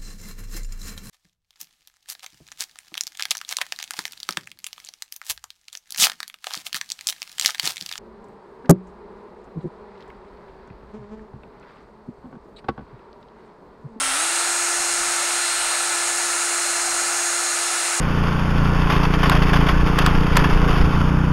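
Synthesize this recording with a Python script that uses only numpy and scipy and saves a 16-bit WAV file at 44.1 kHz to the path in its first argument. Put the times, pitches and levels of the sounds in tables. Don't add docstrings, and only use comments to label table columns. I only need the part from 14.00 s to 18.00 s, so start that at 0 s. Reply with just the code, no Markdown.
import sys
import numpy as np
from scipy.fft import rfft, irfft, next_fast_len
from scipy.io import wavfile
from scipy.ndimage import uniform_filter1d, map_coordinates

SR = 44100
rng = np.random.default_rng(int(sys.argv[2]) if len(sys.argv) > 2 else 0)


def to_wav(sig):
    pcm = np.clip(np.atleast_2d(sig), -1, 1) * 32767
    pcm = np.round(pcm).astype(np.int16)
    wavfile.write(sys.argv[1], SR, pcm.T)


N = 176400

CARRIER_RATIO = 8 / 35
SPLIT_HZ = 3180
# f/Hz, relative level/dB
DRILL_SPECTRUM = [(160, -25.5), (240, -26.5), (330, -17.5), (450, -14.5), (560, -11.5), (700, -5),
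                  (830, -4), (1020, -7.5), (1170, -6.5), (1270, -0.7), (1400, -1.5), (1600, -5), (1800, -6),
                  (2150, -6), (2500, -8.5), (2750, -6.5), (3150, -13.5), (3700, -10.5), (4300, -11.5),
                  (5000, -10.5), (6000, -9), (6900, -6), (7700, -7), (8400, -4), (9300, -7), (10600, -13),
                  (11600, -21), (12600, -28), (13600, -31.5), (15700, -31)]


def amp(db):
    return 10 ** (np.asarray(db) / 20)


def unit(x):
    return x / np.sqrt(np.mean(x ** 2) + 1e-20)


def along(points, hz):
    freqs, values = np.transpose(points)
    return np.interp(np.log(hz + 1), np.log(freqs + 1), values)


def curves(rows):
    times, *columns = np.transpose(rows)
    return [np.interp(np.arange(N) / SR, times, column) for column in columns]


def wobble(rate):
    return map_coordinates(rng.standard_normal(N // 20), [np.arange(N) * rate / SR], mode="mirror")


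def filtered(x, response):
    size = next_fast_len(N + SR // 2)
    return irfft(rfft(x, size) * response(np.fft.rfftfreq(size, 1 / SR)), size)[..., :N]


def tone(angle, db, flutter_db=1.05, smear_rad=.18):
    peak = np.sqrt(2) * amp(db + flutter_db * wobble(14))
    return peak * np.sin(angle + smear_rad * wobble(45) + rng.uniform(0, 2 * np.pi))


def motor(speed, angle, full_speed_hz=346, resonance=1.4):
    # multiple of the shaft rate, level at full speed/dB
    shaft_orders = [(2, -46.5), (4, -41.5), (5, -40.5), (6, -47.5), (7, -48), (8, -52), (10, -51),
                    (13, -50), (16, -51), (20, -38.5), (21, -42.5), (22, -43), (23, -47), (25, -48),
                    (27, -47), (28, -45.5), (29, -47), (31, -51), (32, -55)]
    # t/s, level/dB
    hum_levels = [(0, -45), (.4, -41), (1, -39.5), (1.4, -41.5), (1.65, -46), (1.9, -40.5), (3.3, -40),
                  (3.8, -43), (4, -40)]
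    # t/s, then level/dB for each of whine_orders
    whine_levels = [(0, -39, -50, -46), (.12, -39, -50, -46), (.24, -38.5, -48, -38), (.4, -39, -42, -32),
                    (.6, -41, -35, -35), (.8, -37.5, -35.5, -38), (1.05, -40, -35.5, -35),
                    (1.6, -37, -45, -31.5), (1.9, -39.5, -39, -33), (2.15, -40.5, -36, -40),
                    (2.45, -40, -37.5, -42), (2.65, -36, -37.5, -43), (2.9, -37, -36, -41),
                    (3.2, -40.5, -32.5, -41), (3.5, -37.5, -36, -42), (3.8, -39.5, -40, -37),
                    (4, -39, -40, -38)]
    whine_orders = (12, 19, 24)
    tones = 0
    for order, db in shaft_orders:
        colour_db = along(DRILL_SPECTRUM, order * speed) - along(DRILL_SPECTRUM, order * full_speed_hz)
        tones += tone(order * angle, db + resonance * colour_db)
    hum = np.sqrt(2) * amp(curves(hum_levels)[0]) * np.sin(angle)
    whines = sum(tone(order * angle, db) for order, db in zip(whine_orders, curves(whine_levels)))
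    return hum + tones + whines


def gear_tones(angle):
    # multiple of the planet carrier's rate, level/dB
    mesh_orders = [(49, -52), (50, -52), (52, -50), (55, -51), (58, -52), (60, -46.5), (65, -49.5),
                   (68, -52), (85, -45), (104, -45), (110, -44), (120, -49)]
    return sum(tone(order * CARRIER_RATIO * angle, db) for order, db in mesh_orders)


def housing(hz, ring_hz=1430, width_hz=81, lift=.25):
    ring = 1 + lift / (1 + 2j * (hz - ring_hz) / width_hz)
    low_pass = 1 / np.sqrt(1 + (hz / SPLIT_HZ) ** 20)
    high_pass = hz ** 2 / (hz ** 2 + 110 ** 2)
    return ring * amp(along(DRILL_SPECTRUM, hz)) * low_pass * high_pass


def rattle(speed, knocks_per_turn=4, knock_share=.42, spread_db=2):
    # t/s, base level/dB
    rattle_levels = [(0, -27), (.45, -27.6), (.9, -28), (1.25, -27), (1.5, -28.5), (1.75, -27.5),
                     (2.05, -28), (2.35, -28), (2.85, -28), (3.15, -28), (3.5, -29), (3.85, -27.5),
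                     (4, -28.5)]
    hits = rng.random(N) < knocks_per_turn * speed / SR
    knocks = unit(hits * rng.choice([-1, 1], N) * amp(spread_db * rng.standard_normal(N)))
    air = rng.standard_normal(N)
    drive = np.sqrt(knock_share) * knocks + np.sqrt(1 - knock_share) * air
    acceleration = uniform_filter1d(np.gradient(speed) * SR, SR // 20)
    surge_db = .5 * acceleration / 990
    return amp(curves(rattle_levels)[0] + surge_db) * unit(filtered(drive, housing))


def hiss(angle, base_db=-25, planets=3, planet_depth=.14, brush_depth=.1):
    planet_pulse = np.sin(planets * CARRIER_RATIO * angle)
    brush_pulse = sum(np.sin(order * angle + rng.uniform(0, 2 * np.pi)) for order in (1, 3, 4))
    pulsing = 1 + planet_depth * planet_pulse + brush_depth * brush_pulse
    treble = lambda hz: amp(along(DRILL_SPECTRUM, hz)) * np.sqrt(1 - 1 / (1 + (hz / SPLIT_HZ) ** 20))
    return amp(base_db) * unit(filtered(pulsing * rng.standard_normal(N), treble))


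def moved_about(noise):
    # t/s, then gain/dB at each of the five inner centres_hz
    band_gains = [(0, 0.56, 2, -1.7, -3.4, 3.5), (0.1, 0.39, 2, -1.3, -8, 3),
                  (0.2, 1.2, 2.5, -0.8, -1.9, 3), (0.4, -0.37, 1.5, -0.67, -0.2, 0),
                  (0.7, 0.2, -2.5, 0.72, 1, -0.8), (1.0, -0.028, -1, 0.91, 0.5, -0.5),
                  (1.3, -0.011, 2.2, 0.57, -0.4, -0.7), (1.65, 1.0, 3, -0.5, -3.3, 0.8),
                  (2.0, -0.87, -0.3, -0.7, 0.5, -0.5), (2.5, 0.4, -2, -0.3, 0.5, 0.4),
                  (2.85, -0.8, -2.5, -0.34, 1.3, -1), (3.2, -0.55, -3.3, 0.56, 1.5, -1.5),
                  (3.5, -0.6, -0.3, 0.1, 0.3, -0.7), (3.8, -0.2, 1.1, 0.0, 0, 0),
                  (4.0, 0.88, -1, -0.0, 1, -0.0)]
    centres_hz = (1700, 2340, 3730, 5340, 7100, 9800, 11500)
    gains_db = [0, *curves(band_gains), 0]
    shifted = 0
    for db, weights in zip(gains_db, np.eye(len(centres_hz))):
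        band = list(zip(centres_hz, weights))
        shifted += amp(db) * filtered(noise, lambda hz: along(band, hz))
    return shifted


def reflected(x, count=10, echo_db=-13.5, span_s=.025):
    delays = (rng.uniform(.1, 1, count) * span_s * SR).astype(int)
    signs = rng.choice([-1, 1], count)
    echoes = sum(sign * np.roll(x, delay) for delay, sign in zip(delays, signs))
    return (x + amp(echo_db) * echoes / np.sqrt(count)) / np.hypot(1, amp(echo_db))


def room_rumble(level_db=-60.5, swell_db=4.5):
    # f/Hz, relative level/dB
    room_spectrum = [(10, -19), (22, -2), (45, -1.5), (70, -6), (130, -14), (300, -6), (1000, -70)]
    gain = amp(level_db + swell_db * wobble(5))
    return gain * unit(filtered(rng.standard_normal(N), lambda hz: amp(along(room_spectrum, hz))))


def handling_bumps(half_length_cycles=3.1):
    # t/s, level at the crest/dB, upper edge f/Hz
    bumps = [(.12, -55, 55), (.8, -47, 200), (1.66, -54, 55), (3.15, -55, 110)]
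    t = np.arange(N) / SR
    thuds = 0
    for at_s, db, edge_hz in bumps:
        envelope = np.exp(-((t - at_s) * edge_hz / half_length_cycles) ** 2)
        dull = lambda hz: hz / (hz + 20) / (1 + (hz / edge_hz) ** 4)
        thuds += amp(db) * envelope * unit(filtered(rng.standard_normal(N), dull))
    return thuds


def scene():
    # t/s, rotation f/Hz
    shaft_speed = [(0, 268.4), (0.135, 268.7), (0.18, 306.3), (0.22, 329.5), (0.28, 340.3), (0.35, 342.9),
                   (0.45, 345.9), (0.9, 346.4), (1.17, 347.5), (1.45, 346.9), (1.6, 345.7), (1.85, 345.5),
                   (2.15, 346.5), (2.45, 345.4), (3.0, 345.8), (3.4, 346.5), (4.0, 345.1)]
    speed, = curves(shaft_speed)
    jitter_rad = .012 * wobble(20)
    angle = 2 * np.pi * np.cumsum(speed) / SR + jitter_rad
    tones = motor(speed, angle) + gear_tones(angle)
    noise = reflected(moved_about(rattle(speed) + hiss(angle)))
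    mono = tones + noise + room_rumble() + handling_bumps()
    return np.array([mono, mono])


def record(dry):
    return filtered(dry, lambda hz: hz < 15750)


dry = scene()
out = record(dry)
to_wav(out)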